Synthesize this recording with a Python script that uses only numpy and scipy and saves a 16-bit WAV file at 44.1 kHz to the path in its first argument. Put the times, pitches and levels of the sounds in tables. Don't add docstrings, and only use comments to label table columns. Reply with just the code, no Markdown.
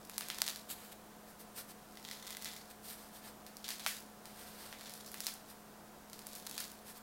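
import sys
import numpy as np
from scipy import signal
from scipy.fft import rfft, irfft, next_fast_len
from scipy.io import wavfile
from scipy.ndimage import uniform_filter1d

SR = 44100
rng = np.random.default_rng(int(sys.argv[2]) if len(sys.argv) > 2 else 0)


def wrap_up_sound(samples):
    columns = np.atleast_2d(samples).T
    tamed = np.clip(columns, -1, 1)
    steps = np.round(tamed * 32767).astype(np.int16)
    wavfile.write(sys.argv[1], SR, steps)


N = 309582
TIME = np.arange(N) / SR
TOP_HZ = 15900


def gain(db):
    return 10 ** (np.asarray(db) / 20)


def set_level(x, db):
    return x * gain(db) / np.sqrt(np.mean(x ** 2))


def unit_energy(x):
    return x / np.sqrt(np.sum(x ** 2) + 1e-18)


def add(track, start_s, sound):
    start = int(np.clip(start_s * SR, 0, N - 1))
    track[start:start + len(sound)] += sound[:N - start]


def look_up(points, hz):
    pitches, values = np.transpose(points)
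    return np.interp(np.log(np.maximum(hz, 1)), np.log(pitches), values)


def colour(x, points):
    size = next_fast_len(len(x))
    hz = np.fft.rfftfreq(size, 1 / SR)
    return irfft(rfft(x, size) * gain(look_up(points, hz)), size)[:len(x)]


def wander(per_s):
    step = max(int(SR / per_s), 1)
    stairs = np.repeat(rng.standard_normal(N // step + 1), step)
    return set_level(uniform_filter1d(stairs, step)[:N], 0)


def grains(per_s, spread_db):
    sizes = gain(spread_db * np.minimum(rng.exponential(size=N), 4))
    happens = rng.random(N) < per_s / SR
    return set_level(happens * sizes * rng.choice([-1, 1], N), 0)


def resonance(hz, centre_hz, width_hz):
    return 1 / (1 + ((hz ** 2 - centre_hz ** 2) / (hz * width_hz)) ** 2)


def low_cut(hz, edge_hz):
    return 1 / (1 + (edge_hz / hz) ** 6)


def sharp_click(power):
    cepstrum = irfft(np.log(power + 1e-18) / 2)
    half = len(cepstrum) // 2
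    folded = np.r_[cepstrum[0], 2 * cepstrum[1:half], cepstrum[half], np.zeros(half - 1)]
    return irfft(np.exp(rfft(folded)))


# (frequency [Hz], relative level [dB])
AIR_COLOUR = [(20, -18), (60, -15.5), (90, -19), (160, -13), (260, -13), (400, -14), (680, -14),
              (1000, -16), (1500, -19), (2200, -26), (3000, -27.5), (4200, -28), (8000, -29),
              (16000, -29.5)]


def air(level_db=-57):
    return set_level(colour(rng.standard_normal(N), AIR_COLOUR), level_db)


# (frequency [Hz], level [dB])
HUM_TONES = [(59.5, -80), (155, -80.5), (177, -78.5), (212, -63), (435, -77.5), (486.3, -75),
             (637.7, -74.5), (667.2, -86), (724.9, -68.5), (868.5, -76), (1014, -75.5)]


def appliance_hum(drift_rad=0.12):
    return sum(set_level(np.sin(2 * np.pi * hz * TIME + drift_rad * wander(per_s=3.5)), db)
               for hz, db in HUM_TONES)


# (frequency [Hz], relative level [dB])
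ECHO_COLOUR = [(200, -15), (700, -15), (1700, 4), (2600, 4.5), (4000, 2), (6000, 1), (9000, 0.5),
               (16000, 3.5)]
# (frequency [Hz], time to fade by 60 dB [s])
ECHO_FADE = [(300, 0.26), (1300, 0.36), (3500, 0.3), (9000, 0.36), (16000, 0.26)]


def echoes(first_s=0.00068, build_s=0.002, bands=8):
    t = np.arange(SR // 2) / SR
    noise, hz = rfft(rng.standard_normal(len(t))), np.fft.rfftfreq(len(t), 1 / SR)
    centres = np.geomspace(300, TOP_HZ, bands)
    tail = np.zeros(len(t))
    for centre, weights in zip(centres, np.eye(bands)):
        band = irfft(noise * look_up(np.c_[centres, weights], hz), len(t))
        tail += band * gain(-60 * t / look_up(ECHO_FADE, centre))
    fade_in = np.clip((t - first_s) / build_s, 0, 1)
    return unit_energy(colour(tail, ECHO_COLOUR) * fade_in)


def room(x, spots=4, stay_s=0.03):
    spot = (TIME // stay_s) % spots
    return sum(signal.oaconvolve(x * (spot == k), echoes())[:N] for k in range(spots))


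# (start [s], end [s], pitch [Hz], peak width [Hz], ring gain [dB])
HAND_HOLLOWS = [(1.9, 2.66, 2020, 160, 7), (1.9, 2.66, 3470, 260, -4), (4.7, 5.096, 1780, 150, 5)]


def cupped_hand(x):
    ringing = np.zeros(N)
    for start, end, hz, width_hz, db in HAND_HOLLOWS:
        covered = x * ((TIME > start) & (TIME < end))
        ringing += gain(db) * signal.lfilter(*signal.iirpeak(hz, hz / width_hz, fs=SR), covered)
    return x + ringing


# (frequency [Hz], relative level [dB])
RUB_COLOUR = [(300, -2.5), (900, -2), (1800, 4), (2800, 0.5), (4500, -3), (6500, -1), (11000, 0.5),
              (14000, 0), (16000, -5)]
# (middle [s], rough length [s], relative level [dB], treble tilt [dB per octave])
SKIN_STROKES = [(0.713, 0.054, -40.5, 1.5), (0.83, 0.22, -55, 0), (0.925, 0.02, -50, -1),
                (1.297, 0.08, -61, 1), (1.409, 0.044, -51.5, 2.5), (1.588, 0.075, -43.5, 0.5),
                (1.703, 0.048, -50.5, 0), (2.709, 0.027, -50, 0.5), (2.89, 0.12, -47.5, 1.5),
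                (3.006, 0.21, -55.5, 0.5), (3.164, 0.086, -53, 0.5), (3.268, 0.097, -52, -1.5),
                (4.278, 0.1, -58, -1.5), (4.429, 0.23, -52, -1), (4.639, 0.26, -53, -1),
                (4.962, 0.11, -55.5, 2), (5.503, 0.071, -54, 0.5), (6.892, 0.085, -50, 0.5),
                (6.972, 0.048, -53.5, 1)]


def brushing(lift_hz=3900, grip_hz=4530, grip_s=1.1, bounce_gain=0.3):
    out = np.zeros(N)
    hz = np.fft.rfftfreq(SR // 2, 1 / SR) + 1
    flour = colour(grains(per_s=17000, spread_db=4.5), RUB_COLOUR)
    friction = set_level(flour * gain(wander(per_s=70)), -2)
    for middle, length, db, tilt_db in SKIN_STROKES:
        hollow_hz = lift_hz if middle < grip_s else grip_hz
        touching = abs(TIME - middle) < 0.7 * length
        spectrum = rfft(friction[touching] * np.hanning(touching.sum()), SR // 2)
        bounce = 1 + bounce_gain * np.exp(-2j * np.pi * hz / hollow_hz)
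        rasp = 1 + gain(-9) * resonance(hz, hollow_hz, width_hz=1500)
        tilt = gain(tilt_db * np.log2(np.maximum(hz, 1000) / 7000))
        add(out, TIME[touching][0], gain(db) * irfft(spectrum * bounce * rasp * tilt))
    return out


# (firmest moment [s], build-up [s], release [s], strength [dB])
FINGER_PRESSES = [(0.19, 0.14, 0.33, -54.5), (0.50, 0.18, 0.11, -44.5), (2.13, 0.19, 0.2, -55),
                  (2.29, 0.12, 0.11, -49), (2.48, 0.11, 0.14, -49), (3.72, 0.062, 0.05, -46.5),
                  (3.82, 0.05, 0.11, -48.5), (3.92, 0.071, 0.1, -48), (4.88, 0.2, 0.42, -56.5),
                  (5.26, 0.15, 0.097, -47), (6.36, 0.18, 0.13, -56), (6.58, 0.15, 0.15, -47.5)]


def pressure_db(times, ease_db=17):
    presses = [db - ease_db * ((times - peak) / np.where(times < peak, build, release)) ** 2
               for peak, build, release, db in FINGER_PRESSES]
    return np.max(presses, axis=0)


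# (frequency [Hz], relative level [dB])
CRUMBLE_COLOUR = [(300, -10), (900, -4.5), (1700, -3.5), (2600, -5), (3700, 3.5), (5000, -3.5), (7000, 0),
                  (9000, -5), (11000, -4), (16000, -7)]


def crumbling(spurt_db=2.4):
    crumbs = grains(per_s=1000, spread_db=4) * gain(spurt_db * wander(per_s=90))
    return gain(pressure_db(TIME)) * set_level(colour(crumbs, CRUMBLE_COLOUR), -4)


def splinters(count=290, tick_db=-33, growth=0.32, medium_press_db=-50, scatter_db=1.5):
    times = (np.arange(count) + rng.random(count)) * N / SR / count
    strength_db = tick_db + growth * (pressure_db(times) - medium_press_db)
    flake, body, snap, facing = scatter_db * rng.standard_normal((count, 4)).T
    return np.c_[times, strength_db + flake, strength_db - 9 + body, strength_db - 2.5 + snap, facing]


# (pitch [Hz], peak width [Hz], relative level [dB])
LOAF_RINGS = [(715, 330, -5), (1530, 1550, -4), (2230, 4500, -7)]
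# (time [s], flake ring [dB], loaf body [dB], high snap [dB], share sent into the room [dB])
CRUST_CRACKS = [(0.052, -42, -50, -32, -1), (0.0973, -32, -28, -23.5, -1), (0.181, -17, -20.5, -10.5, -2),
                (0.2093, -24, -20.5, -21, -2), (0.2204, -28, -28.5, -43, 7), (0.2857, -27, -29, -21, 2),
                (0.3015, -15, -17.5, -32, 1), (0.346, -26, -30, -28, 2), (0.386, -23, -23.5, -21, -5),
                (0.4186, -5.5, -12.5, -9, -7), (0.4655, -20, -22.5, -21, -1),
                (0.4789, -12.5, -21.5, -26, -9), (0.4864, -21, -23, -19, -1), (0.497, -20, -26, -24, -3),
                (0.56, -23.5, -29, -24.5, 1), (1.9726, -31, -34, -43, 4), (2.0505, -23.5, -36, -47, 0.5),
                (2.088, -25, -32, -37, -6), (2.1127, -21.5, -28.5, -27, 5), (2.268, -28, -36, -29, -5),
                (2.3062, -26, -29, -23.5, 2.5), (2.3495, -27, -30, -36, -6), (2.3697, -24, -28, -23, -2),
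                (2.4234, -27, -35, -25, 4), (2.446, -22, -40, -21, -3), (2.457, -22.5, -26, -29, 8.5),
                (2.565, -30, -36, -33, 7), (3.4655, -31, -34.5, -30, 4), (3.5689, -27, -41, -27, 0),
                (3.6433, -22, -30.5, -42, 8.5), (3.6814, -23, -31, -23, 0.5), (3.6897, -19, -23, -19, 2),
                (3.705, -19.5, -25, -22, 6), (3.7964, -25.5, -30, -33, 7), (3.8637, -15.5, -8.5, -18, 0),
                (3.87, -22, -27.5, -20, 12.5), (4.0054, -36, -47, -31, 0), (4.2561, -29.5, -34, -31, 2),
                (4.7273, -31, -24.5, -39, 3.5), (4.8103, -29.5, -33.5, -32, 5), (4.858, -29, -34, -44, 8.5),
                (4.8956, -30, -46, -29, 3), (4.9381, -29, -47, -25.5, -4), (5.062, -30, -49, -30, 8),
                (5.117, -42, -44, -24, 3), (5.143, -34, -23.5, -23.5, 1), (5.2048, -19.5, -26.5, -17, 0),
                (5.246, -31, -50, -28, 1), (5.2679, -12, -21.5, -13.5, 1), (5.2815, -32, -24.5, -36, 2),
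                (5.3396, -35, -48, -24, -9), (6.099, -37, -49, -33, -7), (6.132, -26.5, -33.5, -27, 2.5),
                (6.192, -30, -33, -27.5, 0), (6.2688, -30.5, -36, -20.5, -1), (6.3324, -31, -42, -28, -1),
                (6.3524, -31.5, -37, -24, 7), (6.4674, -25, -30, -21, -3), (6.4712, -22.5, -27, -26, -7),
                (6.4962, -33, -45, -25, -5), (6.5128, -25.5, -31, -24, -3), (6.5794, -18, -22.5, -19, 3.5),
                (6.6022, -30, -36, -17.5, 1.5), (6.6051, -23, -27, -25, 2), (6.6415, -24, -39, -32, -9),
                (6.7178, -38, -39, -29, 0)]


def cracks(flake_hz=4150, range_octaves=0.33, thin_db=11, snap_hz=10200, run_s=0.0014, size=512):
    near, to_room = np.zeros(N), np.zeros(N)
    t, hz = np.arange(size) / SR, np.fft.rfftfreq(size, 1 / SR) + 1
    loaf = sum(gain(db) ** 2 * resonance(hz, pitch, width) for pitch, width, db in LOAF_RINGS)
    loaf *= resonance(hz, centre_hz=1660, width_hz=5500)
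    snap = resonance(hz, snap_hz, width_hz=7500) * resonance(hz, snap_hz, width_hz=15000)
    for start, flake_db, loaf_db, snap_db, room_db in np.vstack([CRUST_CRACKS, splinters()]):
        thinness = np.tanh((snap_db - loaf_db) / thin_db)
        ring_hz = flake_hz * 2 ** (range_octaves * thinness)
        flake = resonance(hz, ring_hz, width_hz=1800) * low_cut(hz, 3200)
        parts = [(flake_db, flake), (loaf_db, loaf), (snap_db, snap)]
        power = sum(gain(db) ** 2 * part / part.mean() for db, part in parts)
        click = gain(0.5) * sharp_click(power * low_cut(hz, 540))
        tearing = unit_energy(rng.standard_normal(size) * t * np.exp(-2 * t / run_s))
        blur = gain(-8 + 0.7 * room_db)
        force = unit_energy((t == 0) + blur * tearing)
        add(near, start, np.convolve(force, click))
        add(to_room, start, click * gain(room_db))
    return near, to_room


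def scene():
    near_cracks, cracks_to_room = cracks()
    crumbs, skin = crumbling(), brushing()
    close = cupped_hand(near_cracks + crumbs) + skin
    far = room(gain(-3.5) * cracks_to_room + gain(-8.5) * (crumbs + skin))
    return np.tile(close + far + air() + appliance_hum(), (2, 1))


def record(dry):
    treble_cut = signal.ellip(10, 0.2, 70, TOP_HZ, fs=SR, output="sos")
    return signal.sosfilt(treble_cut, dry)


dry = scene()
out = record(dry)
wrap_up_sound(out)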